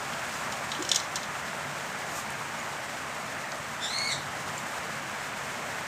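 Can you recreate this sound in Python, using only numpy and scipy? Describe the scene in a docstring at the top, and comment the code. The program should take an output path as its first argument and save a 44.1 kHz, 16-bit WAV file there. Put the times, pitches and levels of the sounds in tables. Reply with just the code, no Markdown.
"""Small kitchen: hot water runs softly from a metal kettle into a mug, over the steady wash of rain outside.
Rain and pour are shaped noise with a patter of impacts; under them lies a faint, wavering low drone.
The kettle knocks once and its handle and lid clink as it is lifted and tipped: metal noise and dying modes.
Stray drops tick as short noise bursts, some narrow and some broad; later a bird gives one hoarse,
arched chirp of frayed harmonics. One microphone feeds both channels."""
import sys
import numpy as np
from scipy import signal
from scipy.fft import rfft, irfft
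from scipy.io import wavfile
from scipy.ndimage import uniform_filter1d

SR = 44100
rng = np.random.default_rng(int(sys.argv[2]) if len(sys.argv) > 2 else 0)


def generate_wav(sig):
    """Save sig (samples, or channels by samples) to the path in sys.argv[1] as 16-bit PCM at SR."""
    pcm = np.round(np.clip(np.atleast_2d(sig).T, -1, 1) * 32767).astype(np.int16)
    wavfile.write(sys.argv[1], SR, pcm)


N = 258867
TIME_S = np.arange(N) / SR


def gain_of(db):
    """Amplitude factor of a level in dB."""
    return 10 ** (np.asarray(db) / 20)


def evened(x):
    """Scales x to unit RMS."""
    return x / np.sqrt(np.mean(x ** 2) + 1e-20)


def read(points, hz):
    """Curve of (f/Hz, value) points joined by straight lines over log frequency."""
    f, value = np.transpose(points)
    return np.interp(np.log(hz + 1), np.log(f + 1), value)


def coloured(x, spectrum, tilt_db_per_octave=0):
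    """Filters x by a spectrum, tilted about 5 kHz between 2 and 10 kHz."""
    hz = np.fft.rfftfreq(len(x), 1 / SR)
    octaves = np.log2(np.clip(hz, 2000, 10000) / 5000)
    gain = gain_of(read(spectrum, hz) + tilt_db_per_octave * octaves)
    return irfft(rfft(x) * gain, len(x))


def wander(size, hz):
    """Smooth random signal of unit RMS, up to about hz."""
    f = np.fft.rfftfreq(size, 1 / SR)
    lowpass = np.exp(-(f / hz) ** 2)
    return evened(irfft(rfft(rng.standard_normal(size)) * lowpass, size))


def complex_wander(size, hz):
    """Smooth random phasor: wavers in both strength and phase."""
    return wander(size, hz) + 1j * wander(size, hz)


def bump(t, centre, half):
    """Smooth rise and fall of height 1."""
    return np.exp(-((t - centre) / half) ** 2 / 2)


def add(mix, start_s, sound):
    """Adds sound into mix in place, cut at the end of mix."""
    part = mix[round(start_s * SR):][:len(sound)]
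    part += sound[:len(part)]


def patter(per_s, spread_db):
    """Train of one-sample impacts at random times, a few of them larger."""
    size = gain_of(spread_db * np.minimum(rng.exponential(1, N), 4))
    sign = rng.choice([-1, 1], N)
    hit = rng.random(N) < per_s / SR
    return evened(size * sign * hit)


# reverberation time of the room: (f/Hz, t60/s)
ROOM_DECAY = [(200, 0.23), (2500, 0.32), (7000, 0.31), (15000, 0.13)]


def kitchen(x):
    """Dense reflections off near walls, each band dying at its own speed."""
    taps = rng.standard_normal(SR // 2) * (rng.random(SR // 2) < 3000 / SR)  # 3000 per s
    taps[:SR // 300] = 0  # gap before the first reflection
    hz, t, bands = signal.stft(taps, SR, nperseg=256)
    decay = gain_of(-60 * t / read(ROOM_DECAY, hz)[:, None])
    tail = signal.istft(bands * decay, SR, nperseg=256)[1]
    return signal.fftconvolve(x, tail / np.linalg.norm(tail))[:N]


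# slow drift of the wash, scaled up for the hiss: (t/s, level/dB)
EASING = [(.4, 0), (1.2, -1), (2.1, -.8), (3.55, -1.8), (4.5, -0.8)]


def easing_db():
    """Slow drift that rain and hiss share."""
    return np.interp(TIME_S, *np.transpose(EASING))


# rain outside, relative spectrum: (f/Hz, level/dB per Hz)
RAIN_SPECTRUM = [(25, -55), (45, -31), (65, -12.5), (85, -6), (130, -4), (235, -2), (300, -7.5), (410, -7),
                 (520, -4.5), (570, -0.7), (800, 0), (1650, -0.7), (2200, -4), (3100, -12.5), (4500, -26),
                 (16000, -51)]


def rain(base_db=-35, patchy_db=0.79, near_db=-7):
    """Countless far drops merge to a wash that drifts in patches; nearer drops patter in it."""
    drops_noise = rng.standard_normal(N) + gain_of(near_db) * patter(per_s=900, spread_db=3.5)
    z = signal.stft(drops_noise, nperseg=1024, noverlap=768)[2]
    # random levels smoothed over frequency, then time
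    patches = uniform_filter1d(rng.standard_normal(z.shape), size=12, axis=0)
    patches = evened(uniform_filter1d(patches, size=16, axis=1))
    wash = signal.istft(z * gain_of(patchy_db * patches), nperseg=1024, noverlap=768)[1][:N]
    return gain_of(base_db + easing_db()) * evened(coloured(wash, RAIN_SPECTRUM))


def hum(centre_hz=141.9, level_db=-55, width_hz=9):
    """Faint low drone: a carrier that wavers in pitch and strength."""
    carrier = np.exp(2j * np.pi * centre_hz * TIME_S)
    drone = (complex_wander(N, width_hz) * carrier).real
    return gain_of(level_db) * evened(drone)


# chirp: starts low, breaks upward to a held note, then sags
CHIRP_S, BREAK_S, SAG_S, CHIRP_END_S = 3.8, 3.866, 4.088, 4.168
LOW_HZ, TOP_HZ, GLIDE_S, SAG_HZ_PER_S = 1765, 2190, 0.044, 4900
START_DB, GROW_DB_PER_S, ATTACK_S, RELEASE_S = -34.1, 4.5, 0.04, 0.043
BREAK_DIP_DB, DIP_LAG_S, DIP_HALF_S = -6.5, 0.023, 0.02
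# hoarseness 0-1; FRAY_S: time for the sag to add 1
HOARSE_START, HOARSE_HELD, FRAY_S = 0.6, 0.42, 0.04


def chirp_gesture(t):
    """Pitch, effort and hoarseness: the call clears as it climbs and frays as it sags."""
    climb = 1 - np.exp(-np.maximum(t - BREAK_S, 0) / GLIDE_S)
    sagging_s = np.maximum(t - SAG_S, 0)
    hz = LOW_HZ + (TOP_HZ - LOW_HZ) * climb - SAG_HZ_PER_S * sagging_s
    hoarse = HOARSE_START + (HOARSE_HELD - HOARSE_START) * climb + sagging_s / FRAY_S
    attack, release = (t - CHIRP_S) / ATTACK_S, (CHIRP_END_S - t) / RELEASE_S
    gate = np.clip(np.minimum(attack, release), 0, 1)
    # the voice thins at the break
    dip_db = BREAK_DIP_DB * bump(t, BREAK_S + DIP_LAG_S, DIP_HALF_S)
    effort_db = START_DB + GROW_DB_PER_S * (t - CHIRP_S) + dip_db
    return hz, gate * gain_of(effort_db), np.clip(hoarse, 0, 1)


# bird's throat, relative response: (f/Hz, level/dB)
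THROAT_SPECTRUM = [(1950, -13), (2170, -6), (2800, -6), (3500, -0.5), (4400, -2), (5000, -10), (5600, -8),
                   (6600, -16), (7300, -4.5), (8800, -18), (9600, -25), (11000, -23), (13000, -38)]


def bird(jitter=0.0257, quaver=0.007, rasp_hz=210, air_db=-13, quaver_db=1.0):
    """Reedy stack of harmonics; hoarseness frays each into a noise band, most at start and end."""
    t = np.arange(CHIRP_S, CHIRP_END_S, 1 / SR)
    hz, effort, hoarse = chirp_gesture(t)
    # relative pitch deviation
    unsteady = jitter * hoarse * wander(len(t), hz=450) + quaver * wander(len(t), hz=40)
    turns = np.cumsum(hz * (1 + unsteady)) / SR
    drive = gain_of(air_db) * hoarse * rng.standard_normal(len(t))
    clear = np.sqrt(1 - hoarse ** 2)
    for k in range(1, 7):
        fray = complex_wander(len(t), rasp_hz * k)  # higher harmonics fray more widely
        harmonic = np.exp(2j * np.pi * k * turns)
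        drive = drive + ((clear + hoarse * fray) * harmonic).real
    voice = evened(coloured(drive, THROAT_SPECTRUM))
    out = np.zeros(N)
    add(out, CHIRP_S, effort * gain_of(quaver_db * wander(len(t), hz=40)) * voice)
    return out


def ring(modes, t, tilt_db_per_octave=0):
    """Dying modes, each started at a random phase."""
    hz, db, t60_s = np.transpose(modes)[:, :, None]
    tilt_db = tilt_db_per_octave * np.log2(hz / hz.mean())
    size = gain_of(db + tilt_db - 60 * t / t60_s)
    phase_turns = rng.random(hz.shape)
    return (size * np.sin(2 * np.pi * (hz * t + phase_turns))).sum(0)


# handle and lid clinks: (t/s, level/dB before trim, brightness/dB per octave, favoured f/Hz)
CLINKS = [(.1327, -36.5, -12, 5200), (0.5226, -31, -1, 6940), (0.7174, -26.5, -6, 3900),
          (0.7493, -34, -15, 4000), (0.824, -29, 4, 7100), (.8496, -31.5, -5, 5500), (0.8904, -23, 1, 5600),
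          (.9152, -15, -2.5, 3500), (.9325, -30, -2, 3500), (0.9456, -22.3, 1, 7000),
          (.9590, -15.7, 1, 6050), (.999, -31, -2, 4100), (1.1567, -20, -0.3, 4250),
          (1.167, -36, -10, 3100), (1.231, -31.5, -3, 4100)]
# metal contact, relative spectrum: (f/Hz, level/dB per Hz)
CLASH_SPECTRUM = [(1000, -36), (2500, -15), (3100, -3.5), (4100, -1.5), (4700, -6), (5400, 0), (7000, -4.5),
                  (8700, -8.5), (9500, -22), (11500, -18.5), (16000, -29)]
# kettle modes before tilt: (f/Hz, level/dB, t60/s)
KETTLE_MODES = [(2940, -11, .07), (3100, 0, 0.042), (3410, -5.5, 0.077), (3570, -10, .04), (4035, -9, .1),
                (4970, -14, 0.041), (5570, -4, 0.046), (5800, -18, 0.043), (6030, -11, 0.054),
                (6700, -6, 0.043), (6910, -7, .06), (6800, -7, .06), (7480, -10, .06), (8060, -7, 0.057),
                (9000, -5.5, 0.017)]


def clinks(clash_t60_s=0.037, rise_s=0.00032, ring_db=-9, favour_db=6.5, favour_hz=300, trim_db=-0.5):
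    """Each clink is a short clash of metal that leaves the kettle ringing."""
    out, t = np.zeros(N), np.arange(SR // 3) / SR
    hz = np.fft.rfftfreq(len(t), 1 / SR)
    rise = 1 - np.exp(-t / rise_s)
    for start_s, db, tilt, spot_hz in CLINKS:
        # the struck spot favours one range of pitches
        spot = gain_of(favour_db * np.exp(-((hz - spot_hz) / favour_hz) ** 2))
        contact = irfft(rfft(rng.standard_normal(len(t))) * spot, len(t))
        clash = evened(coloured(contact, CLASH_SPECTRUM, tilt)) * gain_of(-60 * t / clash_t60_s)
        ringing = gain_of(ring_db) * ring(KETTLE_MODES, t, tilt)
        add(out, start_s, gain_of(db + trim_db) * rise * (clash + ringing))
    return out


# dull knock of the body, one event: (t/s, level/dB)
KNOCK = (.788, -28.3)
# body modes: (f/Hz, level/dB, t60/s)
BODY_MODES = [(302, -1.5, 0.15), (345, -4, 0.24), (370, -5, .25), (965, -10, 0.07), (1140, -5, .06)]


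def knock(rise_s=0.0015):
    """One dull blow sets the low modes of the kettle's body ringing."""
    out, t = np.zeros(N), np.arange(SR // 3) / SR
    start_s, db = KNOCK
    rise = 1 - np.exp(-t / rise_s)
    add(out, start_s, gain_of(db) * rise * ring(BODY_MODES, t))
    return out


# stray drops of the pour: (t/s, onset level/dB, f/Hz, width/Hz)
DROPS = [(2.3038, -35, 8050, 9000), (2.323, -44, 9000, 8000), (2.6011, -35, 6800, 700),
         (3.519, -29, 5400, 3200), (3.583, -38, 8000, 5000), (3.986, -29.5, 6700, 2500),
         (4.5796, -30.5, 7300, 1100), (4.712, -44, 11000, 5000)]


def drops(t60_s=0.014):
    """Stray drops tick: short dying noise bursts, narrow or broad, each around its own pitch."""
    out, t = np.zeros(N), np.arange(SR // 16) / SR
    for start_s, db, hz, width_hz in DROPS:
        splash = evened(wander(len(t), width_hz / 2) * np.cos(2 * np.pi * hz * t))
        add(out, start_s, gain_of(db - 60 * t / t60_s) * splash)
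    return out


# fine hiss of water, relative spectrum: (f/Hz, level/dB per Hz)
HISS_SPECTRUM = [(1500, -8), (3200, 0.5), (5000, -0.5), (7000, 1), (8600, -1.5), (9400, -10),
                 (10800, -10.5), (13000, -13.5), (16000, -14.5)]
# brief swells of the hiss: (t/s, peak level/dB, half length/s, brightness/dB per octave)
SWELLS = [(.35, -45.5, .06, -7), (2.178, -40.3, 0.034, -1), (4.766, -51, 0.018, 0)]
# swells, relative spectrum before tilt: (f/Hz, level/dB per Hz)
SWELL_SPECTRUM = [(2500, -16), (5000, -4), (7200, 3), (8600, -2), (9600, -9.5), (12500, -8), (16000, -15)]


def hiss(base_db=-43.2, db_per_easing_db=1.44, spray_db=-4, flutter_db=0.9):
    """Fine splashes and bursting bubbles make a hiss, which now and then swells briefly."""
    spray = rng.standard_normal(N) + gain_of(spray_db) * patter(per_s=1500, spread_db=1.0)
    level_db = base_db + db_per_easing_db * easing_db() + flutter_db * wander(N, hz=25)
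    out = gain_of(level_db) * evened(coloured(spray, HISS_SPECTRUM))
    t = np.arange(-SR // 4, SR // 4) / SR
    for centre_s, db, half_s, tilt in SWELLS:
        mist = evened(coloured(rng.standard_normal(len(t)), SWELL_SPECTRUM, tilt))
        add(out, centre_s + t[0], gain_of(db) * bump(t, 0, half_s) * mist)
    return out


def scene():
    """Kettle and mug are close; the bird is farther off and more echoing."""
    near, far = clinks() + knock() + drops(), bird()
    echoes = kitchen(gain_of(-11) * near + gain_of(-5) * far)
    mono = rain() + hum() + far + near + hiss() + echoes
    return np.array([mono, mono])


def record(dry, edge_hz=15500):
    """The recorder's band limit: a linear-phase low-pass."""
    lowpass = signal.firwin(511, edge_hz, window=("kaiser", 9), fs=SR)
    return signal.oaconvolve(dry, lowpass[None], "same")


dry = scene()
out = record(dry)
generate_wav(out)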